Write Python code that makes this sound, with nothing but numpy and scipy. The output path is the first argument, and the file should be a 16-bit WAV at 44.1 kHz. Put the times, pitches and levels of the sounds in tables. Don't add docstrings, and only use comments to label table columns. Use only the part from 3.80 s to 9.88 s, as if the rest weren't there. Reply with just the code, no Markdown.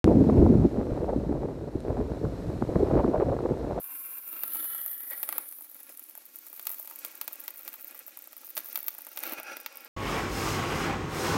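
import sys
import numpy as np
from scipy import signal
from scipy.fft import rfft, irfft, next_fast_len
from scipy.io import wavfile
from scipy.ndimage import map_coordinates

SR = 44100
rng = np.random.default_rng(int(sys.argv[2]) if len(sys.argv) > 2 else 0)


def materialize(psi):
    bounded = np.clip(np.atleast_2d(psi).T, -1, 1)
    quanta = np.round(bounded * 32767).astype(np.int16)
    wavfile.write(sys.argv[1], SR, quanta)


N = 268128
TIME = np.arange(N) / SR

# time in seconds, then hiss, rush and roar in relative dB.
BURN = [(0.0, -34, -67, -58), (0.45, -36.5, -60, -59.5), (0.54, -33, -68, -54.5), (0.8, -29, -76, -54),
        (1.1, -33, -63, -58.5), (1.29, -37, -62, -59.5), (1.56, -39.5, -62, -45), (1.76, -42, -65.5, -69.5),
        (1.96, -48.5, -63, -64), (2.73, -54, -61, -62), (3.3, -55, -59, -57), (4.15, -54, -60, -54.5),
        (4.55, -60, -59.5, -61.5), (5.28, -69, -58, -58), (5.46, -61, -51, -42), (5.62, -63, -58.5, -47),
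        (5.8, -65, -59, -52), (6.08, -54, -62.5, -50.5)]
# peak time and half length in seconds, hiss rise in dB.
SHOWERS = [(2.94, 0.36, 13), (3.93, 0.45, 6.5), (4.93, 0.33, 12.5), (5.42, 0.09, 8)]


def undb(db):
    return 10 ** (np.asarray(db) / 20)


def curves(table):
    times, *columns = np.transpose(table)
    return [np.interp(TIME, times, column) for column in columns]


def swells(table):
    peak_s, half_length, *columns = np.transpose(table)
    bells = np.exp(-((TIME - peak_s[:, None]) / half_length[:, None]) ** 2)
    return [db @ bells for db in columns]


def gains(spectrum, hz):
    at, db = np.transpose(spectrum)
    return undb(np.interp(np.log(np.maximum(hz, 1)), np.log(at), db))


def coloured(x, spectrum):
    size = next_fast_len(N)
    hz = np.arange(size // 2 + 1) * SR / size
    return irfft(rfft(x, size) * gains(spectrum, hz), size)[:N]


def noise(spectrum):
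    x = coloured(rng.standard_normal(next_fast_len(N)), spectrum)
    return x / x.std()


def wander(rate):
    knots = rng.standard_normal(N // 10)
    curve = np.interp(TIME * rate, np.arange(len(knots)), knots)
    return curve / curve.std()


def tail(x, t60, onset):
    t = TIME[:SR]
    response = rng.standard_normal(SR) * undb(-60 * t / t60) * (1 - np.exp(-t / onset))
    return signal.fftconvolve(x, response / np.linalg.norm(response))[:N]


def resonances(table):
    out = np.zeros(N)
    for start, end, hz, glide, width, db in table:
        on = (TIME > start) & (TIME < end)
        age = TIME[on] - start
        lowpass = signal.butter(2, width / 2, fs=SR, output="sos")
        slow = signal.sosfilt(lowpass, rng.standard_normal((2, 2 * SR)))[:, :len(age)]
        phase = 2 * np.pi * np.cumsum(hz * (1 + glide * age)) / SR
        band = (slow[0] * np.cos(phase) + slow[1] * np.sin(phase)) / slow.std()
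        out[on] += undb(db) * np.sin(np.pi * age / (end - start)) * band
    return out


def nozzle_hiss(grit_db=3.5, whistle_db=2):
    # frequency in Hz, level in dB.
    hiss_spectrum = [(6500, -29), (8400, -51), (9600, -12), (11000, -10), (12500, -0.5), (13600, -1),
                     (15000, 1.5), (15650, -10), (16000, -37)]
    # start and end in seconds, first pitch in Hz, glide as a share of it per second,
    # width in Hz, relative level in dB.
    whistles = [(-0.4, 0.8, 7520, 0.014, 253, -24.5), (-0.4, 0.65, 8840, 0.02, 300, -20),
                (-0.4, 0.8, 10020, 0.0086, 302, -16.5), (-0.4, 0.7, 10800, 0.015, 350, -9),
                (-0.4, 0.7, 12600, 0.018, 446, -8), (-0.3, 0.9, 13420, 0.015, 900, -2.5),
                (0.55, 1.25, 11070, 0.11, 900, -4), (0.6, 1.9, 7500, 0.017, 302, -26),
                (0.7, 1.6, 9380, 0.083, 500, -10), (0.65, 2.0, 12060, 0.015, 650, -0.5),
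                (0.75, 1.9, 13400, 0.012, 600, -6), (1.25, 1.95, 8650, 0.049, 300, -13.5),
                (1.2, 1.92, 9690, 0.17, 800, -1.5), (1.1, 1.95, 15100, 0.0056, 453, -10),
                (1.75, 2.65, 10670, 0.1, 1330, -0.5), (4.7, 5.9, 13560, 0.04, 800, 9)]
    grit = undb(grit_db * wander(1800))
    return noise(hiss_spectrum) * grit + undb(whistle_db) * resonances(whistles)


def flame_roar():
    # frequency in Hz, level in dB.
    roar_spectrum = [(30, -58), (150, -57), (220, -9), (420, 2), (560, 1.5), (800, -1), (1100, -3),
                     (1400, 2.5), (1900, -2), (2500, 2.5), (3200, -9), (4200, -9), (7000, -22.5)]
    # start and end in seconds, first pitch in Hz, glide as a share of it per second,
    # width in Hz, level over the roar in dB.
    hollows = [(-0.55, 0.79, 1116, -0.08, 150, -2), (-0.4, 0.79, 1470, 0, 280, -0.5),
               (0.1, 0.46, 2120, 0.028, 151, -7), (-0.1, 0.74, 2420, -0.033, 79, -5),
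               (-0.2, 1.1, 2697, 0.016, 90, -6), (1.5, 1.2, 920, 0.1, 290, -7.5),
               (0.36, 1.34, 1280, 0.046, 150, 0.5), (0.67, 1.48, 1720, 0.15, 260, 3),
               (0.6, 1.35, 3000, -0.026, 100, -1.5), (0.7, 1.32, 3300, 0.025, 150, -4.5),
               (0.6, 1.12, 3580, -0.08, 160, -6.5), (0.5, 1.19, 4150, 0.0067, 450, -7),
               (2, 3.5, 4420, 0.016, 200, -11), (3, 3.2, 941, -0.011, 140, -1),
               (5, 6.2, 798, 0.074, 260, -8), (5.5, 5.9, 1450, 0.15, 300, -2),
               (5.5, 5.82, 2420, 0.0054, 260, -2.5), (5.55, 6.24, 4930, 0.034, 280, -10),
               (5.5, 6.1, 5820, -0.055, 250, -8.5)]
    return noise(roar_spectrum) + resonances(hollows)


def off_paving(gas, reflection=.76):
    # time in seconds, lag of the echo in milliseconds.
    echo_lags = [(0, 3.75), (0.35, 3.73), (0.75, 3.655), (1.1, 3.63), (1.7, 3.62), (6.08, 3.62)]
    lag_ms, = curves(echo_lags)
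    delayed = map_coordinates(gas, [(TIME - lag_ms / 1000) * SR], order=3)
    echo = signal.sosfiltfilt(signal.butter(1, 14000, fs=SR, output="sos"), delayed)
    return (gas + reflection * echo) / np.hypot(1, reflection)


def through_tube(gas):
    # the gap's two ends in seconds, centre and width in Hz, deepest gain in dB.
    gaps = [(-0.9, 0.42, 1890, 160, -1), (0.5, 0.6, 11200, 300, -7), (0.2, 1.8, 6500, 1100, -6),
            (0.65, 2.04, 2700, 250, -13), (1.05, 2.0, 11200, 320, -11), (4, 5.95, 1030, 120, -12),
            (6, 5.3, 1830, 88, -9), (5.5, 5.74, 3800, 350, -5), (4.5, 6.0, 7900, 1100, -7)]
    hz, t, spectra = signal.stft(gas, SR, nperseg=1024)
    for start, end, centre, width, db in gaps:
        progress = np.clip((t - start) / (end - start), 0, 1)
        depth = np.sqrt(np.abs(np.sin(np.pi * progress)))
        band = np.exp(-((hz - centre) / width) ** 2)
        spectra = spectra * undb(db * np.outer(band, depth))
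    return signal.istft(spectra, SR)[1][:N]


def jet(flicker_db=2, sputter_db=1.4, flutter_rest_db=-70.5):
    # peak time and half length in seconds, roar and flutter change in dB.
    flares = [(0.09, 0.013, 6.5, -3), (0.55, 0.04, 2.5, 13), (0.75, 0.14, 0, 13), (1.328, 0.027, 15, -18),
              (1.554, 0.085, -1, 9), (2.09, 0.025, 10, 2), (3.27, 0.063, 7, 6), (4.79, 0.033, 8.5, 9),
              (4.97, 0.093, 6.5, 5.5), (5.478, 0.034, 4.5, 16), (5.529, 0.015, 7, 27.5),
              (5.588, 0.02, 5, 24.5), (5.672, 0.012, 5, 3), (5.725, 0.053, 6.5, 11)]
    # frequency in Hz, level in dB.
    rush_spectrum = [(1800, -19), (3200, -2.5), (4400, 0), (5700, 4), (6500, 3.5), (8000, 3.5),
                     (10000, 2.5), (14000, -1.5)]
    flutter_spectrum = [(25, -44), (75, -23.5), (125, -15), (165, -49), (205, -10), (250, 0.5), (320, 6.5),
                        (420, -11.5), (700, -19)]
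    hiss_db, rush_db, roar_db = curves(BURN)
    flare_db, flutter_db = swells(flares)
    shower_db, = swells(SHOWERS)
    flame_db = flicker_db * wander(110)
    hiss = nozzle_hiss() * undb(hiss_db + shower_db - 8)
    rush = noise(rush_spectrum) * undb(rush_db + 0.48 * flare_db + 0.19 * shower_db)
    roar = flame_roar() * undb(roar_db + flare_db + flame_db - 4)
    flutter = noise(flutter_spectrum) * undb(flutter_rest_db + flutter_db + flame_db)
    gas = (hiss + rush + roar) * undb(sputter_db * wander(55))
    return through_tube(off_paving(gas)) + flutter


def night_air(level_db=-71.5):
    # frequency in Hz, level in dB.
    air_spectrum = [(20, 6), (70, -2), (160, -16), (280, -5), (1000, 7), (4000, 5.5), (15000, -51)]
    return undb(level_db) * noise(air_spectrum)


def sparks(start_s, body_db, body_hz, body_q, crack_db, tilt_db, lag_ms, echo_db,
           splinter_db=-15, splinter_s=0.000795, low_cut_hz=209, tilt_from_hz=6940):
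    def unit_rms(spectra):
        return spectra / np.sqrt(np.mean(np.abs(spectra) ** 2, axis=1, keepdims=True))

    def repeat(db, lag_s):
        return 1 + undb(db) * np.exp(-2j * np.pi * np.outer(lag_s, hz))

    # frequency in Hz, level in dB.
    crack_spectrum = [(200, -74.5), (3000, -52), (7000, -25.5), (9000, -16), (10500, -11), (12000, -6),
                      (13700, 1.5), (15000, -8), (15700, -1.5), (16500, -19)]
    size, lead = 2048, 128
    hz = np.arange(size // 2 + 1) * SR / size + 1
    body, low = 1j * hz / body_hz[:, None], 1j * hz / low_cut_hz
    low_cut = (low ** 2 / (1 + np.sqrt(2) * low + low ** 2)) ** 2
    blast = body / (1 + body / body_q[:, None] + body ** 2) / (1 + body / 4) * low_cut
    octaves = np.log2(np.maximum(hz / tilt_from_hz, 1))
    crack = gains(crack_spectrum, hz) * undb(np.outer(tilt_db, octaves))
    burst = undb(body_db)[:, None] * unit_rms(blast) + undb(crack_db)[:, None] * unit_rms(crack)
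    burst *= repeat(splinter_db, splinter_s * (.5 + rng.random(len(start_s))))
    burst *= repeat(echo_db, lag_ms / 1000)
    starts = np.clip(np.round(start_s * SR).astype(int), 0, N)
    out = np.zeros(N + 2 * size)
    for at, wave in zip(starts, np.roll(irfft(burst), lead, axis=1)):
        out[at:at + size] -= wave
    return out[lead:lead + N]


def small_sparks(start_s, crack_db, tilt_db, body_offset_db, scatter_db=12):
    height, strength, pace = rng.random((len(start_s), 3)).T
    body_db = crack_db + body_offset_db + scatter_db * (strength - .5)
    body_hz = 1150 * 2 ** (2 * pace - 1)
    body_q = np.full(len(start_s), 0.44)
    lag_ms = 1.4 + 2.4 * height
    return sparks(start_s, body_db, body_hz, body_q, crack_db, tilt_db, lag_ms, echo_db=-5)


def fizz(count=200, tilt_db=10, warm_up_db=9, warm_up_s=2.5):
    when, size, brightness = rng.random((count, 3)).T
    start_s = when * N / SR
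    size_db = -35 + 4 * np.minimum(-np.log(size), 2)
    blow_db = curves(BURN)[0]
    drive_db = 0.31 * (blow_db - blow_db.mean()) + 0.72 * swells(SHOWERS)[0]
    lacking_db = warm_up_db * np.maximum(1 - start_s / warm_up_s, 0)
    crack_db = size_db + np.interp(start_s, TIME, drive_db) - lacking_db
    return small_sparks(start_s, crack_db, tilt_db * (2 * brightness - 1), body_offset_db=-17.5)


def ticks():
    # start in seconds, crack level in dB, brightness in dB per octave.
    spits = [(0.043, -13.5, 9), (0.373, -20, 4), (0.478, -13.5, 0), (0.489, -17, -6), (0.529, -13.5, 12),
             (0.538, -17, 24), (0.595, -17.0, 18), (0.608, -16, 10), (0.627, -18.5, -2), (0.659, -14.0, 6),
             (0.679, -10.5, 4), (0.735, -8, 4), (0.748, -11, 1), (0.77, -11, 1), (0.795, -14, 3),
             (0.828, -13, -1), (0.845, -11, -4), (0.981, -12, -4), (1.015, -11, 1), (1.062, -8.0, 0),
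             (1.08, -10.5, 2), (1.095, -22, -4), (1.114, -15, 1), (1.132, -17, 1), (1.18, -17, -4.5),
             (1.205, -13.5, 0.5), (1.234, -16, 2), (1.237, -25, 23), (1.301, -15, -6), (1.309, -10.0, 20),
             (1.334, -12, 12), (1.378, -13, 12), (1.398, -17.0, 23), (1.445, -18.5, 18), (1.689, -16.5, -4),
             (1.713, -19.0, -6), (1.725, -16.0, 0), (1.823, -19, 12), (1.898, -23, 4), (1.946, -20.5, -3),
             (1.966, -23.5, -2), (2.004, -21, -3), (2.032, -21.5, -8), (2.094, -22.5, -12), (2.124, -24, 2),
             (2.174, -19, -9), (2.227, -25, 0), (2.239, -21.5, -6), (2.289, -25, 8), (2.297, -20.5, -7),
             (2.455, -23, 0), (2.463, -25, 4), (2.559, -15.5, 0), (2.567, -23.5, -12), (2.588, -19, -5),
             (2.667, -19.5, -8), (2.684, -24, -7), (2.7, -22.5, 0), (2.741, -22.5, -8), (2.814, -25, -17),
             (2.827, -19, 6), (2.831, -21.5, 8), (2.854, -18, -8), (2.894, -10.5, -5), (2.903, -10, 14),
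             (2.916, -12, -4), (2.925, -14, 6), (2.934, -14, 16), (2.945, -15.5, -6), (2.985, -18.0, 16),
             (2.995, -16, 16), (3.011, -22, 0), (3.029, -18.5, 16), (3.057, -22.0, -8), (3.099, -18.5, -10),
             (3.159, -15.5, -5), (3.189, -18.5, -8), (3.194, -21, -6), (3.258, -19, -2), (3.264, -20, -12),
             (3.354, -20, -8), (3.377, -22.0, 6), (3.525, -19, 4), (3.531, -12.5, 4), (3.539, -22, -8),
             (3.557, -20.0, -2), (3.598, -23, -12), (3.604, -15.5, 14), (3.606, -23.5, 18),
             (3.639, -21, -9), (3.706, -16, 0), (3.741, -20, 24), (3.76, -21, 10), (3.773, -22, 4),
             (3.78, -22.5, -12), (3.788, -24, 0), (3.793, -18.5, 2), (3.833, -21, 16), (3.85, -21.5, -6),
             (3.889, -15, -2), (3.931, -19, -6), (3.957, -20, 8), (4.01, -20.5, -6), (4.018, -22.0, 8),
             (4.027, -20, 8), (4.046, -14, 16), (4.072, -22.5, -3), (4.08, -19, 4), (4.083, -24, -3),
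             (4.111, -20.5, -10), (4.152, -22, 6), (4.178, -25, -12), (4.192, -17.5, -4), (4.197, -24, -6),
             (4.266, -18.5, 13), (4.275, -21.5, -4), (4.39, -20, -6), (4.423, -21, 16), (4.442, -23.5, -6),
             (4.567, -17.0, 10), (4.58, -21, -6), (4.647, -19, 12), (4.657, -23.0, -2), (4.669, -20, 6),
             (4.69, -21.5, 0), (4.696, -19, 14), (4.704, -16, 3), (4.753, -17, 6), (4.76, -19, 10),
             (4.79, -14, -5), (4.805, -16.0, 6), (4.846, -18, 12), (4.859, -15, 2), (4.871, -23.0, 16),
             (4.879, -21, 20), (4.887, -15.5, 7), (4.9, -18, 18), (4.929, -15.5, 7), (4.93, -16, 4),
             (4.946, -20.0, -3), (4.99, -14, -2), (5.005, -13.0, 16), (5.03, -13.5, 0), (5.043, -15.5, 16),
             (5.065, -12, 20), (5.073, -12, 18), (5.106, -18, 12), (5.142, -22, 10), (5.183, -17, 4),
             (5.208, -21.5, 0), (5.22, -18, 0), (5.249, -20.5, -10), (5.289, -21, 2), (5.317, -22, 20),
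             (5.331, -24, -2), (5.362, -20, 0), (5.39, -11, -1), (5.404, -19, -17), (5.431, -15, -6),
             (5.455, -14, 10), (5.467, -12, 12), (5.476, -14, 7), (5.496, -14, 8), (5.51, -20, 14),
             (5.632, -19, -10), (5.802, -19.5, -6), (5.812, -23.0, -8), (5.957, -23, -8),
             (5.972, -16.5, -1), (6.007, -24, 2), (6.048, -20, 14)]
    return small_sparks(*np.transpose(spits), body_offset_db=-24)


def pops():
    # start in seconds, the body's level in dB, centre in Hz and Q, the crack's level in dB
    # and brightness in dB per octave, lag of the paving echo in milliseconds.
    bursts = [(0.2928, -46, 400, 0.31, -26, -7, 4.1), (0.6354, -19, 850, 0.19, -1.5, 8, 3.2),
              (0.7561, -25.0, 960, 1.6, -7, 1, 2.29), (0.8503, -28.5, 1260, 1.56, -26.0, -1, 3.4),
              (0.9481, -29, 670, 0.56, -10, 0, 3.7), (1.431, -18.5, 1070, 0.24, -2.0, 5, 3.64),
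              (1.4904, -17.5, 1030, 0.65, -4, -4, 1.5), (1.5267, -17.5, 1180, 0.67, -6, 4, 2.6),
              (1.5818, -16.5, 960, 0.64, -0.5, -0.5, 2.3), (1.7871, -39, 410, 0.39, -18, 4, 3.2),
              (1.809, -36.5, 740, 1.5, -19, -5, 2.56), (1.8456, -40.0, 1220, 0.91, -23, -3, 4.3),
              (1.915, -42, 400, 0.69, -22, 0, 3.07), (2.1, -32.5, 550, 1.6, -25, -12, 4),
              (2.195, -39.5, 630, 0.25, -16, -8, 3), (2.3526, -32.5, 856, 0.71, -20, -13, 1.18),
              (2.3769, -34, 580, 1.2, -16.5, 0, 3.4), (2.7299, -33.5, 400, 0.28, -18, -3, 2.5),
              (2.796, -23.5, 1060, 0.17, -15.5, -3, 2.8), (2.87, -13, 2900, 0.21, -4, -1, 2.35),
              (2.9982, -31.5, 620, 1.6, -12.5, -2, 3.31), (3.0482, -35, 630, 0.68, -25.5, -10, 3.5),
              (3.0754, -30, 1310, 0.22, -16, -5, 3.1), (3.1112, -29, 830, 0.91, -18, 3, 2.4),
              (3.249, -18.5, 1370, 0.12, -9.0, -3, 2.8), (3.4137, -15.0, 2400, 0.27, -6.5, 2, 2.3),
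              (3.479, -16, 1870, 0.12, -8.0, 7, 3.2), (3.5116, -35, 760, 1.04, -28, 3, 1.57),
              (3.6803, -17.0, 2260, 0.33, -8.5, 3, 1.9), (3.8788, -20.5, 2420, 0.31, -11.5, 10, 2.6),
              (3.9405, -29.5, 1630, 0.74, -16, 0, 3.31), (4.1473, -30, 1180, 1.6, -22, 8, 3.61),
              (4.2804, -33.5, 710, 1.06, -19.0, -4, 1.4), (4.3733, -33, 570, 0.23, -15, -4, 0.93),
              (4.4743, -33.5, 630, 0.87, -20, -2, 1.5), (4.5307, -32, 1060, 0.4, -22, 4, 1.57),
              (4.6333, -35.5, 1220, 1.5, -32, 16, 2.27), (4.769, -15.5, 1600, 0.12, -11, 5, 3.6),
              (4.777, -13.5, 1420, 0.2, -8.5, -3, 1.9), (4.7787, -17, 1430, 0.26, -5.5, -6, 2.94),
              (4.9578, -14.0, 2700, 0.53, -2.5, 9, 2.2), (4.9749, -22.5, 940, 0.87, -8, -3, 1.34),
              (5.0827, -14.5, 2390, 0.22, -1.5, 9, 2.65), (5.15, -31.5, 740, 0.52, -19, -9, 1.2),
              (5.187, -30.5, 905, 1.6, -19.0, -15, 1.23), (5.268, -27.5, 510, 0.23, -17.0, -13, 3.3),
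              (5.3743, -16.5, 2060, 0.2, -10, 6, 3.34), (5.4366, -15, 1530, 0.37, -8, -1, 1.37),
              (5.5224, -20, 446, 0.25, -10, 6, 3.3), (5.5354, -21, 540, 0.2, -10.5, 5, 2),
              (5.5832, -19.0, 400, 0.38, -30.0, 16, 3.9), (5.6, -21, 660, 2.4, -16, 1, 1.5),
              (5.769, -20.5, 960, 0.2, -14.5, -5, 2.9), (5.862, -13.0, 1940, 0.76, -10.5, 5, 2.23)]
    return sparks(*np.transpose(bursts), echo_db=-5.5)


def sizzle(crackle, level_db=-10):
    # frequency in Hz, gain in dB.
    sizzle_band = [(9000, -45), (12500, -5), (13800, 1), (15200, -15)]
    return undb(level_db) * tail(coloured(crackle, sizzle_band), t60=0.049, onset=.001)


def yard_reflections(crackle):
    dull = signal.sosfilt(signal.butter(2, 6000, fs=SR, output="sos"), crackle + 1e-18)
    near = tail(undb(-7) * dull + undb(-13) * crackle, t60=.028, onset=.003)
    walls = tail(undb(-14) * dull + undb(-33) * crackle, t60=0.29, onset=0.049)
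    return near + walls


def scene():
    crackle = pops() + ticks() + fizz()
    yard = yard_reflections(crackle)
    return (jet() + crackle + sizzle(crackle) + yard + night_air())[None]


def record(dry, top_hz=15900):
    return signal.fftconvolve(dry, signal.firwin(301, top_hz, fs=SR)[None], mode="same")


dry = scene()
out = record(dry)
materialize(out)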